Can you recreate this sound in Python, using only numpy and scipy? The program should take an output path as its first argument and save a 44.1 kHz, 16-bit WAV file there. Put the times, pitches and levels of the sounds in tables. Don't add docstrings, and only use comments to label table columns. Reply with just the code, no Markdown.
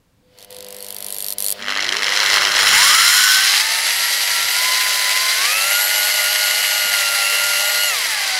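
import sys
import numpy as np
from scipy import signal
from scipy.fft import rfft, irfft, next_fast_len
from scipy.io import wavfile
from scipy.ndimage import uniform_filter1d

SR = 44100
rng = np.random.default_rng(int(sys.argv[2]) if len(sys.argv) > 2 else 0)


def attenuation_scalar(level_db):
    decades = np.asarray(level_db, float) / 20
    return 10 ** decades


def log_audio(samples):
    frames = np.atleast_2d(samples).T
    limited = np.clip(frames, -1, 1)
    pcm = np.round(limited * 32767).astype(np.int16)
    wavfile.write(sys.argv[1], SR, pcm)


N = 369999
TIME = np.arange(N) / SR

MAINS_HZ, STRONG_KICK_S = 50.13, 1.4025
TURN_AWAY_S = 3.31, 3.7
ROOM_DB, RUMBLE_DB = -63, -62
GRIP_NEAR_DB, GRIP_AWAY_DB = -36.5, -49
BODY_DB, BODY_SINKS, BODY_LEAST_DB = -7, 0.53, -8
BUZZ_DB, BUZZ_FOLLOWS, STALL_ENDS_S = -45, 0.34, 1.63
WEAK_SPREAD_DB, PAUSE_DB = 2.0, -6
ROTOR_LAG_S, BIND_S = .155, .06
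TEETH_PER_CHUCK_TURN = 33
CRAWL_ENDS_HZ = 400
EFFORT_DB, CURRENT_LAG_S = 80, .5
TOOTH_LOAD_DB = 3
COWL_HZ, COWL_WIDTH_HZ, COWL_LIFT_DB = 11500, 1500, 12

# (frequency [Hz], density [dB per Hz])
ROOM = [(15, -35), (25, -27), (45, -10), (70, -23), (84, -21), (108, 2.5), (161, -5), (206, 0), (223, -15),
        (363, -30), (503, -11), (714, -14.5), (16000, -31)]
# (frequency [Hz], density [dB per Hz])
RUMBLE = [(15, -42), (25, 1), (70, -7.5), (97, 3.5), (124, -6.5), (279, -5), (400, -17), (520, -7),
          (880, -120)]
# (time [s], peak [dB])
THUMPS = [(0.578, -41), (3.209, -36), (4.439, -35), (5.561, -40), (6.149, -42), (6.849, -36)]
# (time [s], tick above 7 kHz [dB], weak half-wave [dB], fifth hum line [dB])
STALL = [(.2, -75, 3, -90), (.24, -77, -6, -60), (.44, -50, -11, -54), (.52, -47.5, -9, -41.5),
         (.63, -45.5, -38, -40.5), (.8, -38.5, -10.5, -42), (1.03, -34.5, -21, -54),
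         (1.09, -33.5, -10, -56), (1.53, -24.5, -9, -46.5)]
# (start [s], end [s])
TRIGGER_HELD = [
    (.368, .452),
    (.498, 1.338),
    (1.378, 1.53),
]
# (frequency [Hz], density [dB per Hz])
TICK = [(1500, -32), (2600, -27.5), (3300, -18), (7200, -23), (8300, -18.5), (13000, -15), (14000, -23),
        (16000, -28)]
# (frequency [Hz], width [Hz], gain [dB])
TICK_RINGS = [(4400, 800, 6), (10000, 700, 5), (12800, 600, 3)]
# (multiple of mains [1], level [dB])
HUM = [(2, -68), (4, -56.5), (6, -67.5), (8, -57), (12, -52), (14, -55.5), (16, -67), (18, -62),
       (20, -58.5)]
# (time [s], gain [dB])
HUM_STAYS = [(1.6, 4.5), (2.9, 1), (3.6, -16), (8.39, -8)]
# (frequency [Hz], density [dB per Hz])
BUZZ = [(250, -30), (450, -3), (600, -3), (1130, -13), (2000, -11), (3500, -9), (5000, -13), (6500, -20),
        (16000, -24)]
# (frequency [Hz], width [Hz], gain [dB])
BUZZ_RINGS = [(2000, 200, 6), (3000, 400, 5), (4500, 600, 6)]
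# (time [s], extra path [ms], level [dB])
BENCH_ECHO = [(.6, .78, -12), (1.0, .68, -12), (1.1, .707, -7), (1.55, .707, -7), (1.6, .98, -14),
              (2.4, .98, -18), (2.6, .563, -8), (3.3, .563, -8), (3.7, .64, -22)]
# (time [s], level in 1-3 kHz [dB])
GRIND = [(1.56, -46), (1.6, -32), (1.69, -19.5), (2.04, -19), (2.15, -16), (2.38, -11.5), (2.48, -16),
         (2.75, -9), (2.95, -12.5), (3.57, -15.5), (3.66, -19), (4.5, -19.5), (4.66, -18.5), (5.36, -19),
         (5.61, -19), (7.5, -20), (7.95, -21.5), (8.39, -19.5)]
# (frequency [Hz], density [dB per Hz])
NEAR = [(150, -60), (250, -30), (480, -11.5), (640, -15), (1120, -5), (2000, -2), (4000, -4), (6000, -7),
        (8400, -18), (11000, -18), (13000, -23.5), (16000, -32)]
# (frequency [Hz], density [dB per Hz])
AWAY = [(150, -40), (250, -29.5), (520, -18), (620, -8), (1100, -8.5), (2000, 2), (4500, -2.5),
        (6500, -4.5), (9000, -6), (11500, -4.5), (13500, -13), (16000, -21)]
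# (frequency [Hz], width [Hz], gain [dB])
NEAR_RINGS = [(1500, 250, 3), (2000, 250, 5), (2450, 250, -7), (3150, 350, 4), (3650, 300, -5),
              (4100, 400, 6), (4700, 300, -2), (5300, 600, 4), (6500, 400, -3), (7000, 400, 2),
              (10650, 600, 3)]
# (frequency [Hz], width [Hz], gain [dB])
AWAY_RINGS = [(2050, 250, 5), (2450, 250, -3), (3550, 300, -3), (4050, 350, 4), (4750, 300, 5),
              (6700, 400, -3), (10200, 700, 3)]
# (tooth rate [Hz], under 1 kHz [dB], 3-7 kHz [dB], over 7 kHz [dB])
NEAR_TILT = [(130, -11.5, -6.5, -18), (300, -11.5, -1, -9), (432, -18.5, -2, -4.5), (790, -26, 3, -0.5)]
# (tooth rate [Hz], under 1 kHz [dB], 3-7 kHz [dB], over 7 kHz [dB])
AWAY_TILT = [(750, -12, 2, -6.5), (844, -14, 2, -4), (1054, -13.5, 3, -3), (1530, -13, 1, -1.5)]
# (tooth rate [Hz], share [0-1])
THROB = [(130, .8), (220, .6), (290, .35), (600, .08), (750, .13)]
# (time [s], tooth rate [Hz])
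TRIGGER = [(1.588, 116), (2.104, 300), (2.536, 281), (2.852, 742), (3.464, 790), (3.526, 933), (4.04, 975),
           (4.376, 955), (4.542, 1042), (5.074, 994), (5.134, 1061), (5.346, 1057), (5.472, 1471),
           (6.564, 1445), (7.256, 1369), (7.318, 1422), (7.85, 1437), (7.93, 713)]
# (time [s], sag [Hz])
BINDS = [(3.808, 24), (5.64, 16), (6.248, 33), (6.448, 14), (7.04, 15), (7.568, 18)]
# (tooth rate [Hz], rotor tones [dB], cowl whine [dB])
NEAR_WHINE = [(400, -65, -70), (704, -43, -45), (720, -67, -31.5)]
# (tooth rate [Hz], rotor tones [dB], cowl whine [dB])
AWAY_WHINE = [(800, -52, -55), (920, -44, -38), (1040, -40, -39), (1200, -38, -40), (1430, -33, -33.5)]
# (multiple [1], level [dB], extra heard close [dB], flicker [dB])
MESH = [(1, -31, -9, 2.0), (2, -32.5, 13, 2.2), (3, -41, 2, 2.5), (1.422, -36.5, -1, 3.0),
        (.422, -41, -8, 1.5)]
# (tooth rate [Hz], gain [dB])
MESH_GROWS = [(130, -28.5), (320, -22.5), (410, -11), (480, -2.5), (1430, 1)]
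# (frequency [Hz], width [Hz], gain [dB])
MESH_RINGS = [(333, 166, -24), (596, 40, 5), (814, 200, -1.5), (967, 100, -10.5), (1012, 46, 7.5),
              (1410, 67, 3), (2057, 140, 3.5), (2370, 215, -2), (2590, 460, 4.5), (4370, 520, 8.5)]
# (multiple of tooth rate [1], level [dB])
CRAWL_TONES = [(1.29, -52), (1.61, -51), (2.11, -49), (2.31, -49)]
# (multiple of tooth rate [1], level re rotor tones [dB])
SIDE_TONES = [(.578, -10), (.844, -13), (1.333, -5), (4.0, -8), (4.52, -6), (5.0, -4), (5.52, -7),
              (.333, -20.5), (.5, -17.5), (.667, -17)]
# (multiple of tooth rate [1], level re cowl whine [dB])
UPPER = [(6, -7), (7, -6), (8, 0), (9, -2), (10, -3), (11.1, -4), (12, 0), (15.8, 0)]
# (time [s], peak [dB])
KNOCKS = [(1.623, -16), (1.704, -10), (1.75, -16), (1.7714, -9), (1.8036, -9), (1.8227, -5), (1.8427, -6),
          (1.8632, -9), (1.8885, -2), (1.9221, -0.5), (1.9653, -4), (1.984, -11), (2.0034, -17),
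          (2.0204, -6.5), (2.041, -5), (2.0644, -4), (2.089, -12), (2.122, -12), (2.134, -6), (2.151, -8),
          (2.161, -5), (2.171, -0.5), (2.2, -3), (2.2588, 0.5), (2.2988, 0), (2.3384, -3), (2.4487, 0),
          (2.516, -5), (2.5637, 0), (2.605, -3)]


def rms_one(x):
    return x / np.sqrt(np.mean(x ** 2) + 1e-20)


def in_time(rows):
    s, *columns = np.transpose(rows)
    return [np.interp(TIME, s, column) for column in columns]


def turned():
    return np.interp(TIME, TURN_AWAY_S, [0, 1])


def drift(rate):
    r = np.exp(-16 * np.pi * rate / SR)
    white = rng.standard_normal(N // 8 + 6002)
    slow = signal.lfilter([1], [1, -2 * r, r * r], white)[6000:]
    return np.interp(np.arange(N) / 8, np.arange(len(slow)), rms_one(slow))


def resonance(hz, rings):
    return sum(db / (1 + (2 * (hz - ring_hz) / width) ** 2) for ring_hz, width, db in rings)


def colour(x, spectrum, rings=(), band=(0, 1e6)):
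    size = next_fast_len(N)
    hz = np.arange(size // 2 + 1) * SR / size + 1
    curve_hz, curve_db = np.transpose(spectrum)
    db = np.interp(np.log(hz), np.log(curve_hz), curve_db) + resonance(hz, rings)
    keep = 1 / np.sqrt((1 + (band[0] / hz) ** 10) * (1 + (hz / band[1]) ** 10))
    return rms_one(irfft(rfft(x, size) * attenuation_scalar(db) * keep, size)[:N])


def bursts(strikes, rise_s, fall_s):
    age = np.arange(int(12 * fall_s * SR)) / SR
    shape = (1 - np.exp(-age / rise_s)) * np.exp(-age / fall_s)
    return signal.fftconvolve(strikes, shape / shape.max())[:N]


def swells(strikes, peak_s):
    age = np.arange(int(8 * peak_s * SR)) / SR / peak_s
    return signal.fftconvolve(strikes, (age * np.exp(1 - age)) ** 6)[:N]


def blows(events, trim_db):
    strikes = np.zeros(N)
    for s, db in events:
        strikes[round(s * SR)] = attenuation_scalar(db + trim_db)
    return strikes


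def half_waves(spread_db):
    count = np.floor((TIME - STRONG_KICK_S) * 2 * MAINS_HZ)
    fires = np.diff(count, prepend=count[0]) > 0
    return fires * attenuation_scalar(spread_db * rng.standard_normal(N)), count % 2


def room():
    return attenuation_scalar(ROOM_DB) * colour(rng.standard_normal(N), ROOM)


def handling():
    thump_shape = bursts(blows(THUMPS, -13), rise_s=0.0049, fall_s=0.02)
    thumps = thump_shape * colour(rng.standard_normal(N), RUMBLE, band=(60, 380))
    away = turned()
    shake_db = in_time(GRIND)[0] + (1 - away) * GRIP_NEAR_DB + away * GRIP_AWAY_DB
    level = np.hypot(attenuation_scalar(RUMBLE_DB), attenuation_scalar(shake_db)) * attenuation_scalar(2.0 * drift(1.3))
    return thumps + level * colour(rng.standard_normal(N), RUMBLE)


def kicks(held, tick_db, weak_db):
    body_db = np.maximum(BODY_DB - BODY_SINKS * (tick_db + 35.5), BODY_LEAST_DB)
    weak_db = np.minimum(weak_db + WEAK_SPREAD_DB * drift(6.4), 0)
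    strikes, weak = half_waves(spread_db=1.1)
    strikes = strikes * held * attenuation_scalar(tick_db + weak * weak_db)
    shape = swells(strikes, peak_s=.0019) + attenuation_scalar(-18) * bursts(strikes, rise_s=.002, fall_s=.006)
    white = rng.standard_normal(N)
    bright = colour(white, TICK, TICK_RINGS, (7000, 1e6))
    body = colour(white, TICK, TICK_RINGS, (0, 7000))
    return attenuation_scalar(11.5) * shape * (bright + attenuation_scalar(body_db) * body)


def hum(stalled, fifth_db):
    fifth_db = fifth_db + 1.3 * drift(4.8) * (0.5 + 2 * (TIME > 1.))
    out = stalled * attenuation_scalar(fifth_db) * np.sin(20 * np.pi * MAINS_HZ * TIME)
    swell = np.clip((TIME - .3) / 0.36, 0, 1) * attenuation_scalar(in_time([(1.53, 0)] + HUM_STAYS)[0])
    for multiple, db in HUM:
        phase = multiple * MAINS_HZ * TIME + rng.random()
        out = out + swell * attenuation_scalar(db + 1.3 * drift(3)) * np.sin(2 * np.pi * phase)
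    return np.sqrt(2) * out


def buzz(stalled, tick_db):
    db = BUZZ_DB + BUZZ_FOLLOWS * (tick_db + 41.5) - 25 * np.clip((.4 - TIME) / 0.27, 0, 1)
    return stalled * attenuation_scalar(db) * colour(rng.standard_normal(N), BUZZ, BUZZ_RINGS)


def stall():
    tick_db, weak_db, fifth_db = in_time(STALL)
    held = sum((TIME > start) * (TIME < end) for start, end in TRIGGER_HELD)
    in_use = (TIME > TRIGGER_HELD[0][0]) * (TIME < TRIGGER_HELD[-1][1])
    paused = uniform_filter1d(in_use * (1. - held), size=600)
    stalled = np.clip((STALL_ENDS_S - TIME) / 0.019, 0, 1) * attenuation_scalar(PAUSE_DB * paused)
    return kicks(held, tick_db, weak_db) + hum(stalled, fifth_db) + buzz(stalled, tick_db)


def bench(x):
    path_ms, echo_db = in_time(BENCH_ECHO)
    low_pass = signal.butter(2, 5500, fs=SR, output="sos")
    treble = x - signal.sosfiltfilt(low_pass, x)
    echo = np.interp(np.arange(N) - path_ms * SR / 1000, np.arange(N), treble)
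    return x + attenuation_scalar(echo_db) * echo


def rotor():
    wanted, = in_time(TRIGGER)
    r = np.exp(-1 / (ROTOR_LAG_S * SR))
    hz = wanted[0] + signal.lfilter([1 - r], [1, -r], wanted - wanted[0])
    sag = sum(sag_hz * np.exp(-((TIME - s) / BIND_S) ** 2) for s, sag_hz in BINDS)
    return hz - sag, wanted / hz - 1


def at_speed(law, tooth_hz):
    hz, *columns = np.transpose(law)
    return [np.interp(tooth_hz, hz, column) for column in columns]


def by_speed(near, away, tooth_hz):
    share = turned()
    pairs = zip(at_speed(near, tooth_hz), at_speed(away, tooth_hz))
    return [(1 - share) * a + share * b for a, b in pairs]


def grind():
    level_db, = in_time(GRIND)
    tooth_hz, _ = rotor()
    low_db, mid_db, high_db = by_speed(NEAR_TILT, AWAY_TILT, tooth_hz)
    strikes, _ = half_waves(spread_db=1.5)
    throb = np.clip(at_speed(THROB, tooth_hz)[0], 0, 1)
    pulse = 1 - throb + throb * rms_one(bursts(strikes, rise_s=0.0051, fall_s=0.0017))
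    away = turned()
    bands = [((0, 1000), low_db), ((1000, 3000), 0), ((3000, 7000), mid_db), ((7000, 1e6), high_db)]
    noise = 0
    for band, rel_db in bands:
        white = rng.standard_normal(N)
        casing = (1 - away) * colour(white, NEAR, NEAR_RINGS, band)
        casing = casing + away * colour(white, AWAY, AWAY_RINGS, band)
        noise = noise + attenuation_scalar(rel_db + 0.84 * drift(15)) * casing
    chuck_turns = np.cumsum(tooth_hz) / SR / TEETH_PER_CHUCK_TURN
    run_out_db = 0.27 * np.sin(2 * np.pi * chuck_turns)
    teeth_db = 0.63 * drift(31) + 0.99 * drift(220)
    return (TIME > GRIND[0][0]) * attenuation_scalar(level_db - 4.0 + run_out_db + teeth_db) * pulse * noise


def tone(turns, multiple, db, flicker_db, rate=15.7):
    level = np.sqrt(2) * attenuation_scalar(db + flicker_db * drift(rate))
    return level * np.sin(2 * np.pi * (multiple * turns + rng.random()))


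def mesh(tooth_hz, effort, turns, mains):
    close = 1 - turned()
    load = np.clip((tooth_hz - 800) / 600, 0, 1) * np.clip(1 + 12 * effort, 0, 1)
    ripple = load * (1.23 * mains + 0.25 * (2 * mains ** 2 - 1))
    load_db = TOOTH_LOAD_DB * np.minimum(abs(effort), .4) * (1 - close)
    grows_db, = at_speed(MESH_GROWS, tooth_hz)
    out = 0
    for multiple, db, close_db, flicker_db in MESH:
        box_db = resonance(multiple * tooth_hz, MESH_RINGS) * (1 - close * (multiple == 2))
        db = db + close * close_db + box_db + load_db * (multiple < 3) + grows_db
        out = out + tone(turns, multiple, db, flicker_db, rate=6.8) * (1 + ripple * (multiple == 2))
    return out


def cowl_whine(tooth_hz, effort, turns, mains, cowl_db):
    a = 1 / (CURRENT_LAG_S * SR)
    overcurrent = signal.lfilter([a], [1, a - 1], np.clip(effort, -.1, .3))
    cowl_db = cowl_db + EFFORT_DB * overcurrent * (TIME > TURN_AWAY_S[1])
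    out = 0
    for multiple, db in UPPER:
        hz = multiple * tooth_hz
        lift_db = COWL_LIFT_DB / (1 + ((hz - COWL_HZ) / COWL_WIDTH_HZ) ** 2)
        lift_db = lift_db - 9 * np.clip(hz / 1000 - 13.3, 0, 5)
        order_db = cowl_db + db - COWL_LIFT_DB + lift_db
        out = out + tone(turns, multiple, order_db, flicker_db=1.8) * (1 + 1.4 * mains)
    return out


def whine():
    tooth_hz, effort = rotor()
    rotor_db, cowl_db = by_speed(NEAR_WHINE, AWAY_WHINE, tooth_hz)
    turns = np.cumsum(tooth_hz * (1 + .0015 * drift(25))) / SR
    mains = np.cos(4 * np.pi * MAINS_HZ * (TIME - STRONG_KICK_S))
    out = mesh(tooth_hz, effort, turns, mains)
    slack = np.clip((CRAWL_ENDS_HZ - tooth_hz) / 40, 0, 1) * np.clip((tooth_hz - 130) / 90, 0, 1)
    for multiple, db in CRAWL_TONES:
        out = out + slack * tone(turns, multiple, db, flicker_db=4.5, rate=6.7)
    for multiple, db in SIDE_TONES:
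        out = out + tone(turns, multiple, rotor_db + db, flicker_db=3.8)
    out = out + cowl_whine(tooth_hz, effort, turns, mains, cowl_db)
    return (TIME > TRIGGER[0][0]) * out


def knocks():
    shape = swells(blows(KNOCKS, -8.5), peak_s=0.003)
    return shape * colour(rng.standard_normal(N), NEAR, NEAR_RINGS, (1800, 9000))


def scene():
    drill = bench(stall() + grind() + knocks())
    return np.tile(room() + handling() + drill + whine(), (2, 1))


def band_limit(x):
    return signal.sosfilt(signal.butter(12, 16990, fs=SR, output="sos"), x)


def record(dry):
    rounded = 1.004 * np.tanh(dry / 0.96)
    top_cut = signal.ellip(10, .3, 60, 15750, fs=SR, output="sos")
    return band_limit(signal.sosfilt(top_cut, rounded))


dry = scene()
out = record(dry)
log_audio(out)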